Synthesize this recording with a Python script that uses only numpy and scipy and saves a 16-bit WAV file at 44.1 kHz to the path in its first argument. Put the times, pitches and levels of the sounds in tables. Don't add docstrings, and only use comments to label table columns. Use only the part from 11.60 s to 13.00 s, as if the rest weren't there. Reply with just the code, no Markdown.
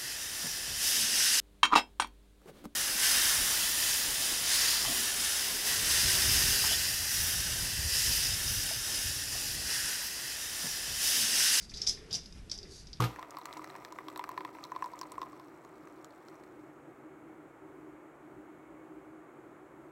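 import sys
import numpy as np
from scipy import signal
from scipy.fft import rfft, irfft
from scipy.io import wavfile
from scipy.ndimage import uniform_filter1d

SR = 44100
rng = np.random.default_rng(int(sys.argv[2]) if len(sys.argv) > 2 else 0)


def to_wav(sig):
    pcm = np.clip(np.atleast_2d(sig), -1, 1) * 32767
    pcm = np.round(pcm).astype(np.int16)
    wavfile.write(sys.argv[1], SR, pcm.T)


N = 61739
HZ = np.fft.rfftfreq(2048, 1 / SR)

# (frequency [Hz], relative level [dB])
BRIGHT_TONE = [(200, -53), (700, -32.5), (1100, -37), (2400, -26), (3150, -17), (3680, -7.5), (4330, -11.5),
               (4800, 0), (5400, -4), (6100, -5), (7200, -14.5), (9000, -23), (11800, -28.5)]
# (delay [s], gain [factor])
WALL_ECHOES = [(.0029, 0.24), (.0052, 0.17), (.0078, 0.083)]


def amp(db):
    return 10 ** (np.asarray(db) / 20)


def unit_power(x):
    return x / np.sqrt(np.mean(x ** 2) + 1e-20)


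def unit_energy(x):
    return x / (np.linalg.norm(x) + 1e-12)


def curve_at(points, hz):
    point_hz, value = np.transpose(points)
    return np.interp(np.log(hz + 1), np.log(point_hz + 1), value)


def add(mix, start_s, sound):
    at = round(start_s * SR)
    sound = sound[max(-at, 0):]
    part = mix[max(at, 0):]
    part[:len(sound)] += sound[:len(part)]


def shape_tone(x, tone):
    log_gain = np.log(amp(np.concatenate([tone, tone[-2:0:-1]])))
    response = np.exp(np.conj(signal.hilbert(log_gain)))
    return signal.fftconvolve(x, np.fft.ifft(response).real)


def peak_tone(hz, width_hz):
    return -20 * np.log10(1 + ((HZ - hz) / width_hz) ** 2)


def varied_tone(hz, treble_db, body_db=0, pitch_db=8):
    pitch = np.exp(-((HZ - hz) / 304) ** 2)
    treble = np.interp(HZ, [5170, 9140], [0, 1])
    body = np.exp(-((HZ - 3400) / 1430) ** 2)
    return curve_at(BRIGHT_TONE, HZ) + pitch_db * pitch + treble_db * treble + body_db * body


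def grains(size, per_s=3700, spread_db=2.5):
    hits = rng.random(size) < per_s / SR
    signs = rng.choice([-1, 1], size)
    strength = amp(spread_db * np.minimum(rng.exponential(1, size), 4))
    return hits * signs * strength


def stroke(length_s, tone):
    size = int(length_s * SR)
    friction = shape_tone(grains(N // 2)[:size], tone)[:size]
    swell = np.sin(np.pi * np.arange(size) / size)
    return unit_power(friction) * swell


def contact(fade_s, tone, rise_s=0.00067, slips_per_s=8300, size=1024):
    t = np.arange(size) / SR
    envelope = np.minimum(t / rise_s, 1) * np.exp(-t / 2 / max(fade_s, 2e-4))
    slips = rng.standard_normal(size) * (rng.random(size) < slips_per_s / SR)
    spectrum = rfft(envelope * slips)
    smooth_power = uniform_filter1d(abs(spectrum) ** 2, size=25)
    spray = irfft(spectrum / np.sqrt(smooth_power + 1e-12), size)
    return unit_energy(shape_tone(spray * envelope, tone))


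def kitchen(level_db=-53):
    # (frequency [Hz], relative level [dB])
    room_tone = [(12, -21.5), (20, -4.5), (58, -4.5), (105, -13.5), (149, -13), (184, -13), (360, -20),
                 (483, -25.5), (524, -28), (649, -28.5), (1110, -34), (1750, -31.5), (2110, -34.5),
                 (2280, -33), (12000, -46), (15600, -81), (22000, -120)]
    gain = amp(curve_at(room_tone, np.fft.rfftfreq(N, 1 / SR)))
    noise = irfft(rfft(rng.standard_normal(N)) * gain, N)
    return amp(level_db) * unit_power(noise)


def echo_tail(size, tail_db=-5, flutter_db=-5.5, flutter_fade_s=0.067):
    # (frequency [Hz], time to fade by 60 dB [s])
    fade_times = [(300, .35), (1500, 0.49), (5000, 0.22), (11000, 0.23)]
    t = np.arange(size) / SR
    hz, frame_s, bands = signal.stft(rng.standard_normal(size), SR, nperseg=256)
    fade = amp(-60 * frame_s / curve_at(fade_times, hz)[:, None])
    tail = signal.istft(bands * fade, SR, nperseg=256)[1][:size]
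    flutter = rng.standard_normal(size) * amp(-60 * t / flutter_fade_s)
    echoes = amp(tail_db) * unit_energy(tail) + amp(flutter_db) * unit_energy(flutter)
    after_first_echo = t > WALL_ECHOES[0][0]
    slight_dip_db = -0.5 * np.exp(-((HZ - 5400) / 280) ** 2)
    return shape_tone(echoes * after_first_echo, slight_dip_db)


def bowl(sound, ring_db=-28.5, turn_s=0.045, tails=4, size=16384):
    # (pitch [Hz], relative level [dB], time to fade by 60 dB [s])
    notes = [(3670, -7, 0.5), (5120, 9, 0.22), (4985, 8.5, 0.24), (4900, -23, .3), (5180, 1, 0.54),
             (5604, 13, 0.19), (5600, 2.5, 0.6)]
    t = np.arange(size) / SR
    ring = sum(amp(db - 60 * t / fade_s) * np.sin(2 * np.pi * hz * t) for hz, db, fade_s in notes)
    response = amp(ring_db) * unit_energy(ring)
    response[0] = 1
    for delay, gain in WALL_ECHOES:
        add(response, delay, np.array([gain]))
    out = signal.fftconvolve(sound, response)[:N]
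    turns = np.arange(N) / SR / turn_s
    for k in range(tails):
        share = np.sqrt(2 / tails) * np.cos(np.pi * ((k // 2 + 1) * turns + k / 2))
        out += signal.fftconvolve(sound * share, echo_tail(size))[:N]
    return out


def hand():
    # (start [s], length [s], level [dB])
    shoves = [(0.091, .36, -57.5), (.49, 0.12, -50.5), (.62, 0.055, -67), (.89, 0.09, -61.5)]
    # (frequency [Hz], relative level [dB])
    heap_tone = [(40, -16), (130, 4.5), (240, 1), (400, -6.5), (560, -12.5), (700, -1.5), (950, -15.5),
                 (1600, -13.5), (3000, -9.5), (7000, -21.5)]
    # (start [s], length [s], level [dB], pitch [Hz])
    hollow_rubs = [(0.101, 0.36, -60, 405), (0.302, 0.39, -59, 410), (0.829, 0.092, -61.5, 400),
                   (0.948, 0.26, -57, 393)]
    # (start [s], length [s], level [dB], pitch [Hz])
    bumps = [(.11, 0.063, -48, 45), (0.252, 0.07, -46.5, 48), (0.481, 0.084, -55, 70),
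             (.5, 0.096, -57, 184), (.64, 0.18, -59, 189), (0.727, 0.14, -50.5, 50.7)]
    out = np.zeros(N)
    for start, length, db in shoves:
        add(out, start, amp(db) * stroke(length, curve_at(heap_tone, HZ)))
    for start, length, db, hz in hollow_rubs:
        add(out, start, amp(db) * stroke(length, peak_tone(hz, width_hz=59)))
    for start, length, db, hz in bumps:
        add(out, start, amp(db) * stroke(length, peak_tone(hz, width_hz=28)))
    return out


def heap_rustle():
    # (time [s], level [dB])
    levels = [(0, -75.5), (.2, -58.5), (.45, -70.5), (.62, -63), (.8, -76), (.88, -77), (1.05, -66.5),
              (1.3, -68.5), (1.4, -92)]
    level_db = np.interp(np.arange(N) / SR, *np.transpose(levels))
    rustle = shape_tone(grains(N), curve_at(BRIGHT_TONE, HZ))[:N]
    return amp(level_db) * unit_power(rustle)


def finger_scuffs():
    # (start [s], length [s], level [dB], pitch [Hz])
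    scuffs = [(0.129, .24, -63, 1980), (.36, 0.21, -65, 1440), (0.728, 0.087, -66.5, 2160),
              (1.009, 0.067, -70, 2300), (1.091, 0.13, -67, 6200)]
    out = np.zeros(N)
    for start, length, db, hz in scuffs:
        add(out, start, amp(db) * stroke(length, peak_tone(hz, width_hz=1370)))
    return out


def almond_rubs():
    # (start [s], length [s], level [dB], pitch [Hz], treble [dB])
    rubs = [(-.02, 0.088, -52, 4660, 6.5), (.13, .11, -52, 4400, -9), (.215, 0.044, -46.5, 5450, -3),
            (.262, 0.042, -35, 5280, 4.5), (.525, 0.038, -41, 5600, 7), (0.718, 0.098, -66.5, 5430, 15),
            (1.07, 0.18, -55, 4430, 8)]
    out = np.zeros(N)
    for start, length, db, hz, treble_db in rubs:
        add(out, start, amp(db) * stroke(length, varied_tone(hz, treble_db)))
    return out


def almond_knocks(fade_s=0.0035):
    # (time [s], level [dB], pitch [Hz])
    knocks = [(.0095, -35.5, 1920), (0.029, -41, 1920), (0.117, -32, 2120), (.271, -32, 2230),
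              (.374, -31, 1870), (.506, -30.5, 3120), (.915, -35, 2280), (0.917, -33, 680),
              (1.053, -37, 2180)]
    out = np.zeros(N)
    for start, db, hz in knocks:
        add(out, start, amp(db) * contact(fade_s, peak_tone(hz, width_hz=420)))
    return out


def almond_clicks():
    # (time [s], level [dB], fade time [s], pitch [Hz], treble [dB], body [dB])
    clicks = [(0.0942, -25.5, 0.0064, 4650, 4, 2.5), (0.0983, -29, 0.0022, 5560, -9, 1),
              (0.1087, -28, 0.0044, 5600, 4, -2), (0.138, -18.5, 0.006, 4200, -5, 7),
              (0.145, -20, 0.01, 4900, 4, 1), (.160, -20.5, 0.012, 5200, -1, -2),
              (0.171, -19, 0.0058, 5400, 2, 1), (0.204, -37, .005, 4560, -11, 9),
              (0.2168, -5.5, 0.0029, 5370, -6.5, -4.5), (0.267, -6.5, 0.0038, 5030, -3, 8.5),
              (0.2715, -1.5, 0.0027, 5080, -3, -6.5), (0.273, -2.5, 0.006, 5560, -17, -10.5),
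              (0.286, -12, 0.0025, 5200, -13, -5), (0.29, -7, 0.0023, 5000, 5, -6),
              (0.2944, -4, 0.0013, 5300, -1, -3.5), (.311, -15, .002, 5100, 10, 8),
              (0.328, -24, 0.0016, 4800, 8, 2), (0.509, -17, 0.012, 5460, -3.5, 9),
              (0.5281, -9, 0.0035, 4970, 5.5, -0.5), (0.5406, -6, 0.0073, 4820, -11, 0),
              (.549, -9, .003, 5360, -5, 1), (0.553, -10.5, 0.0036, 5800, -8.5, -15),
              (.5595, -17.5, 0.0016, 5340, 5, 7), (0.565, -18.5, 0.0051, 5530, 0, -4),
              (0.6584, -23.5, 0.0039, 5070, 2.5, 5), (0.724, -28, 0.0012, 5070, 3, 6),
              (.897, -20, 0.0023, 5300, -5, 5.5), (0.913, -18.5, 0.0027, 5230, 0, 4),
              (0.9156, -8, .0013, 5280, -5.5, -1.5), (0.923, -23, 0.0044, 5500, -1, -12),
              (0.94, -21, 0.011, 4900, 5, 4), (0.95, -26, 0.0054, 5000, -7, -2),
              (0.9756, -23, 0.009, 5860, 2, -10), (0.9866, -19.5, 0.0012, 4800, -51, -5),
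              (1.03, -23, 0.0026, 4800, -10, 1), (1.269, -27.5, 0.0045, 5250, -8, -1),
              (1.3301, -20.5, 0.0012, 4800, -22, 3), (1.3703, -34, 0.0023, 3360, -5, 8)]
    out = np.zeros(N)
    for start, db, fade_s, hz, treble_db, body_db in clicks:
        add(out, start, amp(db) * contact(fade_s, varied_tone(hz, treble_db, body_db)))
    return out


def scene():
    background = kitchen() + hand()
    almonds = heap_rustle() + almond_clicks() + almond_rubs() + finger_scuffs() + almond_knocks()
    return (background + bowl(almonds))[None]


def record(dry, cutoff_hz=11900):
    low_pass = signal.firwin(401, cutoff_hz, window=("kaiser", 8), fs=SR)
    return signal.oaconvolve(dry, low_pass[None], "same")


dry = scene()
out = record(dry)
to_wav(out)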